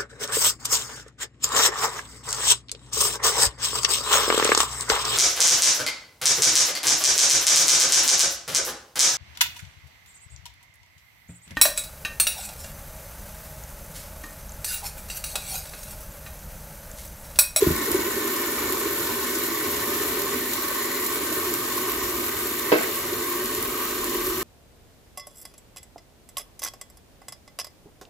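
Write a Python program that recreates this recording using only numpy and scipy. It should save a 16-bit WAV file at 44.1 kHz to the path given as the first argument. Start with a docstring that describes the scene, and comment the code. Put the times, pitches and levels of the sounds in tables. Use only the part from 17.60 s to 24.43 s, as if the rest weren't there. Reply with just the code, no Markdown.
"""Fat fizzes and spits at the rim of a pan under a glass lid, on a gas ring in a small kitchen; a hand nudges
the lid. The fizz is random clicks, short rings and sprays of noise, its treble reaching the left-hand near port
first. Vegetables and meat simmer below: bubbles drive the resonances of the air under the lid, and big ones
glug. The flame is low, flickering noise; a deep rumble swells later, and one hard clack rings and ends in a
light rattle. The microphone has two ports, the left one nearer to the rim."""
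import sys
import numpy as np
from scipy import signal
from scipy.fft import rfft, irfft, next_fast_len
from scipy.io import wavfile
from scipy.ndimage import map_coordinates

SR = 44100
rng = np.random.default_rng(int(sys.argv[2]) if len(sys.argv) > 2 else 0)


def materialize(psi):
    """Save the field psi as 16-bit PCM at rate SR to the path in sys.argv[1].

    A 1-D psi becomes a single channel; in a 2-D psi each row is a channel.
    """
    bounded = np.clip(np.atleast_2d(psi).T, -1, 1)
    quanta = np.round(bounded * 32767).astype(np.int16)
    wavfile.write(sys.argv[1], SR, quanta)


N = 301203
TIME = np.arange(N) / SR
KITCHEN_T60_S = 0.47

# sizes of steam bursts in the fat, large to tiny: centre f/Hz, bursts/(1/s), spread of strength/dB
BURST_SIZES = [(2900, 3100, -1), (7100, 5000, 3), (9400, 9000, 4), (12920, 11000, 3)]


def from_db(db):
    """Decibels to gain."""
    return 10 ** (np.asarray(db) / 20)


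def at_hz(points, hz):
    """Levels in dB read from a table of (f/Hz, dB) points at the given frequencies, interpolated on a log-
    frequency scale; beyond the ends the end values hold."""
    points = np.array(points)
    return np.interp(np.log(hz + 1e-3), np.log(points[:, 0]), points[:, 1])


def panned(db):
    """Left and right gains for a level difference; positive is louder on the left."""
    return from_db(np.array([[db], [-db]]) / 2)


def shaped(x, response):
    """Filter by a response given as a function of Hz; unit white noise comes out at that level per Hz."""
    size = next_fast_len(N + SR // 10)
    hz = np.arange(size // 2 + 1) * SR / size
    filtered = irfft(rfft(x, size) * response(hz), size)
    return filtered[..., :N] * np.sqrt(SR / 2)


def drift(rate):
    """A random line through this many knots per second, with a spread of about 1."""
    knots = rng.standard_normal(4096)
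    line = map_coordinates(knots, [TIME * rate], order=1, mode="wrap")
    return line * np.sqrt(3 / 2)  # straight lines between knots lose a third of the power


def pair(mid, side, likeness):
    """Two channels of a given likeness from two unrelated signals."""
    likeness = np.clip(likeness, -1, 1)
    common = np.sqrt((1 + likeness) / 2) * mid
    opposed = np.sqrt((1 - likeness) / 2) * side * np.array([[1], [-1]])
    return common + opposed


def bursts(per_s, spread_db):
    """Bubbles burst at random moments with random strength and polarity; rms 1."""
    sizes = from_db(spread_db * np.minimum(rng.exponential(1, N), 6))
    happens = rng.random(N) < per_s / SR
    clicks = happens * sizes * rng.choice([-1, 1], N)
    return clicks / np.std(clicks)


def scattered(x, t60):
    """Dense reflections that die away, different at each port; power is kept."""
    t = TIME[:SR // 2]
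    echoes = rng.standard_normal((2, len(t))) * from_db(-60 * t / t60) * (t > .001)
    echoes /= np.sqrt(np.sum(echoes ** 2, axis=1, keepdims=True))
    return signal.fftconvolve(x[None], echoes, axes=1)[:, :N]


def strikes(times, levels_db):
    """One click at each moment."""
    clicks = np.zeros(N)
    samples = np.clip(np.round(times * SR).astype(int), 0, N - 1)
    clicks[samples] = from_db(levels_db)
    return clicks


def spits():
    """Moments, levels and brightest pitches of all spits: the loud ones and a random scatter of weaker ones."""
    # the loudest spits of fat: t/s, relative level/dB, brightest f/Hz
    loud_spits = [(0.0125, -1, 3500), (0.0305, 1.5, 7000), (0.1637, -1.5, 8000), (0.3162, 2.5, 10000),
                  (0.678, -1.5, 10000), (1.1082, -4, 9500), (1.1235, 1.5, 9500), (1.8373, .5, 12500),
                  (2.5966, -2.5, 11500), (2.618, -3, 12500), (2.935, 1.5, 8500), (3.023, -3, 13500),
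                  (3.083, -2, 7500), (3.464, -2.5, 9500), (3.5581, 0, 6000), (3.7262, 1.5, 13500),
                  (3.9392, 3.5, 9500), (4.3186, -2.5, 11500), (4.8698, -2.5, 10000), (4.994, -2.5, 11000),
                  (5.2335, -2.5, 11500), (5.858, -1.5, 5500), (5.949, -.5, 8000), (6.026, -2, 13000),
                  (6.443, -1.5, 9500), (6.669, -.5, 9800)]
    per_s, middle_db, spread_db = 9.0, -9.5, 2.5   # the weaker ones; the spread goes both ways
    chance = rng.random((90, 3))
    gaps = -np.log(1 - chance[:, 0]) / per_s
    times = np.cumsum(gaps)
    levels = middle_db + spread_db * (2 * chance[:, 1] - 1)
    lowest_hz, highest_hz = BURST_SIZES[0][0], BURST_SIZES[-1][0]
    pitches = lowest_hz * (highest_hz / lowest_hz) ** chance[:, 2]
    weak_spits = np.column_stack([times, levels, pitches])[times < TIME[-1]]
    return np.vstack([loud_spits, weak_spits]).T


def pings(count=4800):
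    """Tiny bubbles in the fat ring for a moment as they burst, each at a pitch of its own."""
    base_db, spread_db, t60_s = -12, 2.2, 0.014
    out, t = np.zeros(N + SR), TIME[:SR // 60]
    chance = rng.random((count, 3))
    starts = (chance[:, :1] * N).astype(int)
    lowest_hz, highest_hz = BURST_SIZES[0][0], BURST_SIZES[-1][0]
    hz = lowest_hz + (highest_hz - lowest_hz) * chance[:, 1:2]
    db = base_db + spread_db * np.minimum(-np.log(1 - chance[:, 2:]), 4)
    notes = from_db(db - 60 * t / t60_s) * np.sin(2 * np.pi * hz * t)
    np.add.at(out, starts + np.arange(len(t)), notes)
    return out[:N]


def sizzle(fizz_db, spit_db=27.7, flutter_db=0.85, flare_db=1.2, flare_s=0.016,
           surge_db=0.33, wander_db=0.55, linger_s=0.0022):
    """Steam bursts in the fat come in flurries; their treble beams out of the rim gap, the rest bounces around."""
    # colour of the fizz: f/Hz, relative level per Hz/dB
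    fizz_colour = [(2800, -71), (4400, -71.7), (5100, -73.3), (6300, -74), (6950, -72.5), (7200, -68),
                   (7420, -68.7), (7650, -73), (8400, -72), (8850, -67.8), (9200, -69.7), (10600, -65.3),
                   (11500, -68.5), (12300, -66.2), (13000, -69.3), (13700, -68), (15600, -70.2)]
    # share of the fizz that arrives straight from the rim: f/Hz, share (0-1)
    direct_share = [(2800, .04), (4500, .2), (6500, .55), (8200, .66), (9100, .97), (10200, .97),
                    (11200, .8), (13000, .92), (15500, .62)]
    port_lag_s = .000154   # the rim is nearer to the left microphone port
    spit_spray_s, spit_width_octaves = 0.001, 1.15   # a spit is half as strong this far from its brightest pitch
    times, levels, pitches = spits()
    # juice that hits the hot metal spits, then fizzes harder for a moment
    flare = signal.fftconvolve(strikes(times, levels), np.exp(-TIME[:SR // 4] / flare_s))[:N]
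    swells_db = .38 * drift(20)
    heat = from_db(fizz_db + swells_db + surge_db * drift(9) + flare_db * flare)
    centres = [row[0] for row in BURST_SIZES]
    keep = np.exp(-1 / (linger_s * SR))
    share = lambda hz: np.clip(at_hz(direct_share, hz), 0, 1)
    ports = lambda hz: np.exp(-2j * np.pi * hz * np.array([[0], [port_lag_s]]))
    out = shaped(pings() * heat, lambda hz: from_db(at_hz(fizz_colour, hz)) * ports(hz))
    # a spit is a short spray of droplets
    spray = np.exp(-TIME[:SR // 50] / spit_spray_s)
    spray = spray / np.linalg.norm(spray)
    for own, (centre_hz, per_s, spread_db) in zip(np.eye(len(BURST_SIZES)), BURST_SIZES):
        # each size fills the range around its centre
        band = lambda hz: np.sqrt(at_hz(list(zip(centres, own)), hz))
        low_cut = lambda hz: hz / np.hypot(hz, 750.0)
        colour = lambda hz: band(hz) * from_db(at_hz(fizz_colour, hz)) * low_cut(hz)
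        flurries = from_db(flutter_db * drift(90) + wander_db * drift(13))
        clicks = bursts(per_s, spread_db) * heat * flurries
        # each spit is strongest near its own pitch
        away = np.log2(centre_hz / pitches) / spit_width_octaves
        hits = strikes(times, levels + spit_db - 20 * np.log10(1 + away ** 2))
        clicks = clicks + signal.oaconvolve(hits, spray)[:N] * rng.standard_normal(N)
        # every burst leaves a brief wash of reflections, different at each port
        wash_level = np.sqrt(signal.lfilter([1 - keep], [1, -keep], clicks ** 2))
        wash = wash_level * rng.standard_normal((2, N))
        out = out + shaped(clicks, lambda hz: colour(hz) * np.sqrt(share(hz)) * ports(hz))
        out = out + shaped(wash, lambda hz: colour(hz) * np.sqrt(1 - share(hz)))
    return out


def simmer(simmer_db, lumps_db=1.5):
    """Bubbling juice sounds the air modes under the lid; steam speeds up sound and their pitches rise."""
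    # air modes under the lid, as they stand halfway through: f/Hz, width/Hz, relative level per Hz/dB,
    # left-right difference/dB, left-right likeness (0-1),
    # pitch rise from start to end (fraction), level rise from start to end/dB
    cavity_modes = [(247.7, 28.4, -57.5, 0, 0.98, 0.0076, -6), (301.8, 33.6, -58.5, -1, 1, 0.000092, -10),
                    (351.8, 45.6, -53.5, -0.5, 0.92, 0.057, 0),
                    (405.3, 62.5, -56, -1.5, 0.93, 0.061, -10.5),
                    (578.5, 27.6, -63.5, -2, 0.58, 0.021, -3.5), (983, 143, -66.5, -6.5, 0.37, 0.06, -3),
                    (1091, 112, -59, -2, 0.55, 0.042, -4.5), (1223, 85, -65, -2.5, 1, 0.00057, -1),
                    (1447, 112, -69, 3, 1, 0.049, -8), (1542, 71, -65, 0.5, 1, 0.034, -5.5),
                    (1802, 70, -62.5, -4.5, 0.44, 0.024, -6), (1960, 170, -67.5, 2, 0.93, 0.042, -6.5),
                    (2200, 56, -65, -4, 0.49, 0.025, -8.5), (2344, 125, -71, 3, 0.44, 0.057, -10),
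                    (2866, 420, -74.5, 1, 0.38, 0.02, -2), (3570, 72, -73, 6, 1, 0.038, -1),
                    (4100, 540, -76, 8, 1, 0.037, -5.5), (5700, 760, -85.5, 24.5, 0.16, 0.034, -4),
                    (6910, 240, -72, -5, 0.33, 0.044, -7)]
    out, steam = 0, TIME / TIME[-1] - .5
    bubbles = bursts(per_s=1300, spread_db=2.0), bursts(per_s=1300, spread_db=2.0)
    diffuse = rng.standard_normal((2, N))
    for k, (hz, width, level_db, pan_db, likeness, rise, grow_db) in enumerate(cavity_modes):
        # shift the drive down to 0 Hz, filter it there, and shift it back up to the moving pitch
        turn = np.exp(2j * np.pi * np.cumsum(hz * (1 + rise * steam)) / SR)
        drive = pair(bubbles[k % 2], diffuse[k % 2], likeness) * from_db(lumps_db * drift(8.7))
        lowpass = signal.butter(2, width / 2, fs=SR, output="sos")
        swell = signal.sosfilt(lowpass, drive / turn)
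        out = out + 2 * (swell * turn).real * from_db(level_db + grow_db * steam) * panned(pan_db)
    return out * np.sqrt(SR / 2) * from_db(simmer_db)


def flame(flicker_db=2.0):
    """Gas flame and kitchen rumble: a low, flickering roar of filtered noise, nearly alike at both ports."""
    # colour of the roar before it flickers: f/Hz, level per Hz/dB
    flame_colour = [(15, -92), (32, -84), (56, -68.5), (110, -67), (145, -73.5), (200, -73), (480, -70),
                    (700, -78), (3000, -110)]
    noise = pair(*rng.standard_normal((2, N)), likeness=0.97)
    return shaped(noise, lambda hz: from_db(at_hz(flame_colour, hz))) * from_db(flicker_db * drift(5.6))


def bump(start, level_db, hz, swell):
    """A soft, hollow note that swells to its peak and dies."""
    age = np.clip(TIME - start, 0, 20 * swell)
    envelope = (age / swell * np.exp(1 - age / swell)) ** 3
    return from_db(level_db) * envelope * np.sin(2 * np.pi * hz * age)


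def thud(start, level_db):
    """The pan shakes on its support, at several pitches together."""
    # what the pan thuds with: f/Hz, relative level/dB, time to the peak/s
    pan_modes = [(71.5, -3.5, 0.017), (161, -2.5, 0.01), (239.6, -6, 0.015), (606, -13, 0.0074)]
    return sum(bump(start, level_db + db, hz, swell) for hz, db, swell in pan_modes)


def bumps(room_db=-13.0, boom_db=-8.0):
    """Nudges of the hand and further hollow notes pump the air under the lid and make the pan thud; the kitchen
    answers."""
    # the hand nudges the lid: t/s, level of the puff of air/dB, puff f/Hz, level of the pan's thud/dB
    nudges = [(0.0194, -7, 402, -32), (0.0629, -12.5, 340, -17.5), (0.1002, -18, 370, -19.5),
              (0.277, -22.5, 420, -40), (0.306, -22, 333, -35), (0.3417, -13, 371, -37),
              (0.385, -25, 285, -38)]
    # short hollow notes of the air under the lid, some from big bubbles: t/s, level/dB, f/Hz
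    hollow_notes = [(0.994, -26, 351), (1.255, -25, 349), (1.398, -26, 361), (1.447, -26, 351), (3.11, -29.5, 563),
                    (3.672, -33, 560), (3.716, -33, 630), (3.767, -21.5, 370), (4.559, -24.5, 360),
                    (5.523, -22, 372), (6.119, -25, 374), (6.674, -23, 378), (6.742, -25, 355)]
    puff_swell_s, note_swell_s = 0.0074, 0.0063   # time from the start of a bump to its peak
    note_thud_db = -19   # each hollow note shakes the pan this far below its own level
    boom_t60_s = 0.54   # the bass lingers longer in the kitchen
    puffs = sum(bump(s, db, hz, puff_swell_s) for s, db, hz, _ in nudges)
    puffs = puffs + sum(bump(s, db, hz, note_swell_s) for s, db, hz in hollow_notes)
    thuds = sum(thud(s, db) for s, _, _, db in nudges)
    thuds = thuds + sum(thud(s, db + note_thud_db) for s, db, _ in hollow_notes)
    # the boom is alike at both ports
    boom = from_db(boom_db) * scattered(thuds, boom_t60_s)[0]
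    return puffs + thuds + boom + from_db(room_db) * scattered(puffs, KITCHEN_T60_S)


def rumble():
    """A faint, deep rumble of narrow-band noise that swells, holds and dies away."""
    # swells of the rumble: t/s, length/s, level/dB, centre f/Hz, width/Hz
    rumble_swells = [(4.27, 0.12, -46, 46, 20), (5.778, 0.72, -52.5, 37.5, 6.3), (6.4, 0.5, -48, 41, 12)]
    attack_s, release_s = 0.06, 0.14
    out = 0
    for start, length, level_db, hz, width in rumble_swells:
        band = signal.butter(2, [hz - width / 2, hz + width / 2], "band", fs=SR, output="sos")
        noise = signal.sosfilt(band, pair(*rng.standard_normal((2, N)), likeness=0.93))
        attack = np.clip((TIME - start) / attack_s, 0, 1)
        release = np.exp(-np.maximum(TIME - start - length, 0) / release_s)
        out = out + noise / np.std(noise) * from_db(level_db) * attack * release
    return out


def clack(crack_t60=0.04, room_db=0.0, ring_room_db=-16.0, ring_floor_hz=230.0):
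    """A few quick contacts, each a dull crack and a short ring, answered by the kitchen."""
    # three hard contacts and a light one as the lid settles: t/s, relative ring level/dB, relative crack level/dB
    contacts = [(5.1188, -10.5, 2), (5.125, -1.5, -2), (5.1349, -11.5, -6.5), (5.158, -32, -10)]
    # what the clack rings with: f/Hz, relative level/dB, t60/s, left-right difference/dB
    ring_modes = [(167, -29, 0.43, 2), (237, -44, .2, 6), (311.6, -17, 0.19, 1), (392, -37, .15, -3),
                  (429, -11.5, 0.12, -5), (474, -13.5, 0.11, -6), (552, -20, 0.1, -7), (594, -20, 0.21, -4),
                  (652, -19.5, 0.21, 0), (860, -27.5, 0.25, -4), (953, -17, 0.076, 0), (1052, -29, .17, 1),
                  (1170, -37, .14, 2), (1305, -29, 0.21, -8), (1500, -31, .4, 8), (1540, -30, 0.45, -11),
                  (1610, -28, 0.25, -7), (1790, -25, 0.1, 4), (2100, -33, .45, 3),
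                  (2205, -24.5, 0.26, -7.5), (2260, -37, .4, -4), (2600, -29, 0.23, -10),
                  (3140, -35, 0.2, -2)]
    # colour of each crack: f/Hz, relative level per Hz/dB
    crack_colour = [(150, -86), (350, -42), (650, -44), (900, -53), (2200, -57), (3000, -61.5),
                    (4800, -63.5), (8000, -92), (15000, -95)]
    lag_s = .00025   # the ring reaches the left port first
    times, ring_db, crack_db = np.transpose(contacts)
    t = TIME[:SR // 2]
    # the ring carries no deep bass
    bass_cut = signal.butter(3, ring_floor_hz, "high", fs=SR, output="sos")
    blows = signal.sosfilt(bass_cut, strikes(times, ring_db))
    body = sum(from_db(db - 60 * t / t60) * np.sin(2 * np.pi * hz * t) * panned(pan)
               for hz, db, t60, pan in ring_modes)
    ring = signal.fftconvolve(blows[None], body, axes=1)[:, :N]
    direct = np.array([ring[0], np.interp(TIME - lag_s, TIME, ring[1])])
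    ring_room = from_db(ring_room_db) * scattered(ring.mean(0), KITCHEN_T60_S)
    fade = signal.fftconvolve(strikes(times, crack_db), from_db(-60 * t / crack_t60))[:N]
    grit = pair(*rng.standard_normal((2, N)), likeness=0.13) * fade
    grit_room = from_db(room_db) * scattered(grit[0], KITCHEN_T60_S)
    crack = shaped(grit + grit_room, lambda hz: from_db(at_hz(crack_colour, hz)))
    return direct + ring_room + crack * panned(-1.1)


def rattle():
    """The rim chatters lightly as the lid settles: thin, gritty ticks of noise without the thump of the pan."""
    # light touches of the rim: t/s, level per Hz/dB
    touches = [(5.183, -58.5), (5.223, -60), (5.240, -62)]
    low_hz, high_hz, t60_s = 1440, 2430, 0.12
    decay = from_db(-60 * TIME[:SR // 2] / t60_s)
    fade = signal.fftconvolve(strikes(*np.transpose(touches)), decay)[:N]
    band = signal.butter(3, [low_hz, high_hz], "band", fs=SR, output="sos")
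    return signal.sosfilt(band, rng.standard_normal((2, N)) * fade) * np.sqrt(SR / 2)


def scene():
    """The pan, its lid and the flame together."""
    # juice gathers under the lid and from 3.16 s the fizz slowly weakens, by 0.5 dB per s
    fizz_db = -1.2 - 0.5 * np.maximum(TIME - 3.16, 0)
    # the juice boils a little harder as the lid traps the heat, by 0.5 dB per s
    simmer_db = 0.01 + 0.5 * (TIME - TIME.mean())
    return sizzle(fizz_db) + simmer(simmer_db) + flame() + bumps() + rumble() + clack() + rattle()


def record(dry):
    """Full scale bounds the peaks, then a steep low-pass cuts the top."""
    cutoff_hz = 15720
    top_cut = signal.ellip(12, .1, 90, cutoff_hz, fs=SR, output="sos")
    return signal.sosfilt(top_cut, np.clip(dry, -1, 1))


dry = scene()
out = record(dry)
materialize(out)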